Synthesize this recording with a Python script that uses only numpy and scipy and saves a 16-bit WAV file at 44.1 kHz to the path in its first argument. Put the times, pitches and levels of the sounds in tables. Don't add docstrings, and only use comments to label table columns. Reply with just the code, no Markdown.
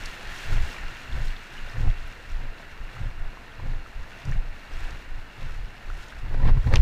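import sys
import numpy as np
from scipy import signal
from scipy.fft import rfft, irfft, next_fast_len
from scipy.io import wavfile
from scipy.ndimage import uniform_filter1d

SR = 44100
rng = np.random.default_rng(int(sys.argv[2]) if len(sys.argv) > 2 else 0)


def master(y):
    cut = np.clip(np.atleast_2d(y).T, -1, 1)
    pcm = np.round(cut * 32767)
    wavfile.write(sys.argv[1], SR, pcm.astype(np.int16))


N = 300321
TIME = np.arange(N) / SR

# centre in seconds,
# half length in seconds, then the levels in dB of its flutter, its slow swirl and its rough rush.
GUSTS = [(0.546, 0.057, -32, -15.5, -43.5), (1.196, 0.071, -36, -20, -47.5), (1.796, 0.031, -28, -19, -43),
         (1.861, 0.023, -18, -11.5, -48), (2.324, 0.039, -50, -23, -57), (2.434, 0.042, -42, -27, -50),
         (3.029, 0.038, -28, -25.5, -65), (3.688, 0.062, -33.5, -23, -45.5),
         (4.289, 0.026, -25.5, -21, -47), (4.356, 0.017, -34.5, -16.5, -60), (4.777, 0.06, -54, -25, -60),
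         (5.451, 0.046, -37, -25.5, -54), (6.358, 0.093, -37, -19, -42), (6.467, 0.041, -22, -8.5, -31.5),
         (6.565, 0.028, -25, -18, -40), (6.677, 0.017, -14, -22, -38), (6.748, 0.036, -20, -8, -29.5)]


def undb(db):
    return 10 ** (np.asarray(db) / 20)


def unit(x):
    return x / np.sqrt(np.mean(x ** 2))


def together(*strengths):
    return np.sqrt(sum(strength ** 2 for strength in strengths))


def swells(times, halves, levels_db):
    rows = np.broadcast(times, halves, levels_db)
    power = sum(undb(db) ** 2 * np.exp(-((TIME - s) / half) ** 2) for s, half, db in rows)
    return np.sqrt(power)


def walk(rate):
    steps = rng.standard_normal(4096)
    return 1.2 * np.interp(TIME * rate, np.arange(len(steps)), steps)


def add(out, s, sound):
    i = int(np.clip(s * SR, 0, N - 1))
    out[i:i + len(sound)] += sound[:N - i]


def colour(x, points):
    size = next_fast_len(N + SR // 2) * 2
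    hz, db = np.transpose(points)
    freq = np.arange(size // 2 + 1) * SR / size + 1
    outline_db = np.interp(np.log(freq), np.log(hz), db)
    outline_db = outline_db - 20 * np.maximum(np.log2(freq / hz[-1]), 0)
    cepstrum = irfft(np.log(undb(outline_db)))
    cepstrum[1:size // 2] *= 2
    cepstrum[size // 2 + 1:] = 0
    response = np.exp(rfft(cepstrum))
    return irfft(rfft(x, size) * response)[:N]


def split(x, hz, side):
    return signal.sosfilt(signal.butter(3, hz, side, fs=SR, output="sos"), x)


def resonate(x, hz, width):
    b, a = signal.iirpeak(hz, hz / min(width, SR / 4), fs=SR)
    return signal.lfilter(b, a, x)


def ring(x, resonances):
    return x + sum((undb(db) - 1) * resonate(x, hz, width) for hz, width, db in resonances)


def bubble(hz, cycles, glide):
    age = np.arange(int(cycles * SR / hz) + 2) * hz / (cycles * SR)
    tone = np.sin(2 * np.pi * cycles * age * (1 + glide * age / 2))
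    return tone * np.exp(-np.log(100) * age)


def bubbles(lo_hz, hi_hz, cycles, glide, spread_db, count):
    out = np.zeros(N)
    for when, pitch, size, ringing in rng.random((count, 4)):
        strength = undb(spread_db * min(-np.log(1 - size), 5))
        hz = lo_hz * (hi_hz / lo_hz) ** pitch
        add(out, when * N / SR, strength * bubble(hz, cycles * (.5 + ringing), glide))
    return unit(out)


def patter(rate, spread_db):
    sizes = undb(spread_db * np.minimum(rng.exponential(size=N), 4.5))
    hits = rng.random(N) < rate / SR
    return unit(hits * sizes * rng.choice([-1, 1], N))


def eddies(points, hold_s):
    x = unit(colour(rng.standard_normal(N), points))
    power = np.abs(signal.hilbert(x, next_fast_len(N))[:N]) ** 2 / 2
    hold = int(hold_s * SR)
    power = uniform_filter1d(uniform_filter1d(power, hold), hold)
    return x / np.sqrt(power + .03)


def water_levels():
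    # churning level in dB, foam level in dB, fine spray level in dB.
    open_sea_db = (-52, -49.5, -61.5)
    wave_crest_db = (-48, -43, -47.5)
    wave_foam_db = (-56, -45, -56)
    # centre in seconds, half length in seconds, foam level in dB, fine spray level in dB.
    splashes = [(0.024, 0.11, -45.5, -46), (0.533, 0.034, -44, -48), (1.256, 0.13, -55, -52),
                (1.76, 0.19, -51, -53.5), (2.082, 0.063, -55, -56), (2.98, 0.078, -49.5, -59),
                (4.178, 0.13, -53, -58), (4.312, 0.047, -52.5, -57.5), (4.836, 0.12, -45.5, -54),
                (5.465, 0.1, -50.5, -60.5), (6.04, .1, -56, -54.5), (6.484, 0.018, -44.5, -56),
                (6.703, 0.13, -60, -54.5)]
    wave_passes_s, crest_half_s, foam_half_s = 0.54, 0.27, 1.39
    splash_churn_db = -7.5

    s, half, foam_db, spray_db = np.transpose(splashes)
    splashing = [swells(s, half, db) for db in (foam_db + splash_churn_db, foam_db, spray_db)]
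    crest = [swells(wave_passes_s, crest_half_s, db) for db in wave_crest_db]
    patch = [swells(wave_passes_s, foam_half_s, db) for db in wave_foam_db]
    voices = zip(undb(open_sea_db), crest, patch, splashing)
    return [20 * np.log10(together(*parts)) for parts in voices]


def wash(churn_db, foam_db):
    # frequency in Hz, filter gain in dB.
    surf_colour = [(150, 0.5), (300, -1), (520, -6), (900, -2), (1180, -3.5), (1450, 2.5), (2200, -0.5),
                   (2900, -5.5), (3150, -10), (4200, -9), (5500, -19), (8200, -27.5), (9500, -32),
                   (15000, -35)]
    gurgle = bubbles(lo_hz=410, hi_hz=1284, cycles=15.0, glide=0.28, spread_db=2.5, count=1400)
    fizz = bubbles(lo_hz=1242, hi_hz=6060, cycles=13.0, glide=0.06, spread_db=2.5, count=7000)

    rush = colour(rng.standard_normal(N), surf_colour)
    churn = unit(split(rush, 1080, "low")) + undb(-8.5) * gurgle

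    bursting = rng.standard_normal(N) + 0.89 * patter(rate=2500, spread_db=3.0)
    foam = unit(split(colour(bursting, surf_colour), 990, "high"))
    foam = foam + undb(-4) * unit(colour(fizz, surf_colour))

    churn = unit(churn) * undb(churn_db + 3.0 + 0.59 * walk(16))
    return churn + unit(foam) * undb(foam_db + 0.47 * walk(25))


def spray(spray_db):
    # frequency in Hz, filter gain in dB.
    spray_colour = [(2000, -8.5), (3200, 5.5), (4200, -1), (5500, -1), (7200, -6), (8300, -8.5),
                    (9200, -11.5), (12000, -15), (15000, -16)]
    drops = patter(rate=900, spread_db=3.0) + undb(1) * rng.standard_normal(N)
    tinkle = bubbles(lo_hz=3090, hi_hz=14400, cycles=11, glide=0.14, spread_db=3.5, count=2600)
    shower = unit(colour(drops, spray_colour)) + undb(-4) * unit(colour(tinkle, spray_colour))
    return unit(shower) * undb(spray_db + 1.5 * walk(22.14))


def wind():
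    # centre in seconds, level in dB.
    swings = [(.05, -33.5), (.3, -33.5), (.85, -29), (1.64, -29.5), (2.02, -27.5), (2.82, -30),
              (3.23, -24.5), (4.0, -29.5), (4.48, -28.5), (4.92, -31), (5.152, -27), (5.61, -27.5),
              (5.93, -27), (6.2, -34.5)]
    # frequency in Hz, filter gain in dB.
    swirl_colour = [(8, -1), (15, 0), (23, 14), (36, -6), (62, -9.5), (100, -21.5), (200, -46)]
    flutter_colour = [(40, -14.5), (62, 2), (86, -6.5), (108, 1.5), (130, -0.5), (160, -14.5), (200, -25.5),
                      (300, -30.5), (900, -41), (2000, -59)]
    breeze_swirl_db, breeze_flutter_db = -45, -55
    swing_half_s, swing_flutter_db = 0.049, -21.5
    swirl_lag_s = 0.029

    s, half, flutter_db, swirl_db, _ = np.transpose(GUSTS)
    swing_s, swing_db = np.transpose(swings)
    puffs = swells(swing_s, swing_half_s, swing_db)
    gust_swirl = swells(s + swirl_lag_s, half, swirl_db)
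    swirl = together(gust_swirl, puffs, undb(breeze_swirl_db))
    gust_flutter = swells(s, half, flutter_db)
    flutter = together(gust_flutter, undb(swing_flutter_db) * puffs, undb(breeze_flutter_db))
    lumps = unit(undb(2.4 * walk(55)))
    slow = swirl * eddies(swirl_colour, hold_s=0.083)
    return slow + flutter * lumps * eddies(flutter_colour, hold_s=0.06)


def hiss():
    return undb(-70.5) * rng.standard_normal(N)


def crack(db, hz, width, t60):
    age = TIME[:SR // 10]
    contact = rng.standard_normal(len(age)) * np.exp(-np.log(1000) * age / t60)
    contact[0] += 6
    knock = split(resonate(contact, hz, width), min(2 * hz, SR / 3), "low")
    return undb(db) * knock / np.abs(knock).max()


def smacks():
    # start in seconds, peak level in dB, centre in Hz.
    drops = [(0.0581, -25.5, 4940), (.622, -37, 4460), (1.019, -47, 8000), (1.257, -45, 7000),
             (2.076, -49, 11000), (4.253, -34, 5500), (4.314, -38.5, 5970), (4.9077, -33, 4500),
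             (6.6905, -49, 5500)]
    # start in seconds, peak level in dB, centre in Hz,
    # width in Hz, 60 dB decay time of the contact noise in seconds.
    strikes = [(6.474, -31, 1910, 1400, 0.087), (6.492, -25.5, 1010, 400, 0.039),
               (6.7392, -11.5, 1400, 905, 0.0084), (6.7385, -21, 4000, 4000, 0.008),
               (6.7443, -24, 4000, 900, 0.0021), (6.7576, -15, 4170, 2600, 0.0096),
               (6.7574, -12, 2860, 340, 0.02), (6.77, -20.5, 2570, 900, 0.012)]
    out = np.zeros(N)
    for s, db, hz in drops:
        add(out, s, crack(db, hz, width=1800, t60=0.025))
    for s, db, hz, width, t60 in strikes:
        add(out, s, crack(db, hz, width, t60))
    return out


def gusts():
    # frequency in Hz, filter gain in dB.
    torn_colour = [(120, 2), (200, 6), (260, 2.5), (330, 0), (500, -2.5), (800, -2.5), (1250, -14.5),
                   (1900, -5.5), (3000, -22.5), (4200, -20), (7000, -41), (15000, -43)]
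    # centre in Hz, width in Hz, boost in dB.
    panels = [(246, 22, 7), (417, 39, 0.5), (526, 38, 7), (1006, 135, 8.5)]
    s, half, _, _, rush_db = np.transpose(GUSTS)
    sputter = rng.standard_normal(N) + 0.31 * patter(rate=900, spread_db=3)
    turbulence = unit(ring(colour(sputter, torn_colour), panels))
    ragged = undb(3.5 * walk(110))
    return swells(s, 0.77 * half, rush_db) * turbulence * ragged


def plops():
    # start in seconds, starting pitch in Hz, level in dB.
    large_bubbles = [(0.743, 1090, -32.5), (.765, 2280, -30), (1.283, 4070, -38), (1.364, 3450, -36),
                     (1.58, 2820, -34.5), (1.757, 1470, -34), (1.876, 725, -31), (2.629, 1770, -36.5),
                     (2.967, 1250, -34), (3.372, 1020, -34), (3.598, 900, -33), (3.862, 1300, -34),
                     (4.322, 1740, -28), (4.333, 2210, -34.5), (5.901, 1380, -29.5), (6.124, 1480, -31.5),
                     (6.644, 1470, -33)]
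    ring_s = 0.014
    out = np.zeros(N)
    for s, hz, db in large_bubbles:
        add(out, s, undb(db) * bubble(hz, hz * ring_s, glide=0.21))
    return out


def scene():
    # centre in Hz, width in Hz, boost in dB (negative for a notch).
    case = [(686, 33, 2.5), (1830, 127, 3), (2270, 74, 0.5), (2740, 235, 5.5), (3020, 150, -4),
            (4760, 160, -4), (6870, 210, 3), (8100, 110, 2.5)]
    churn_db, foam_db, spray_db = water_levels()
    sea = ring(wash(churn_db, foam_db) + spray(spray_db), case)
    mix = undb(-1.29) * sea + plops() + smacks() + wind() + gusts() + hiss()
    return mix[None]


def record(dry):
    return signal.sosfilt(signal.ellip(10, .2, 80, 15250, fs=SR, output="sos"), dry)


dry = scene()
out = record(dry)
master(out)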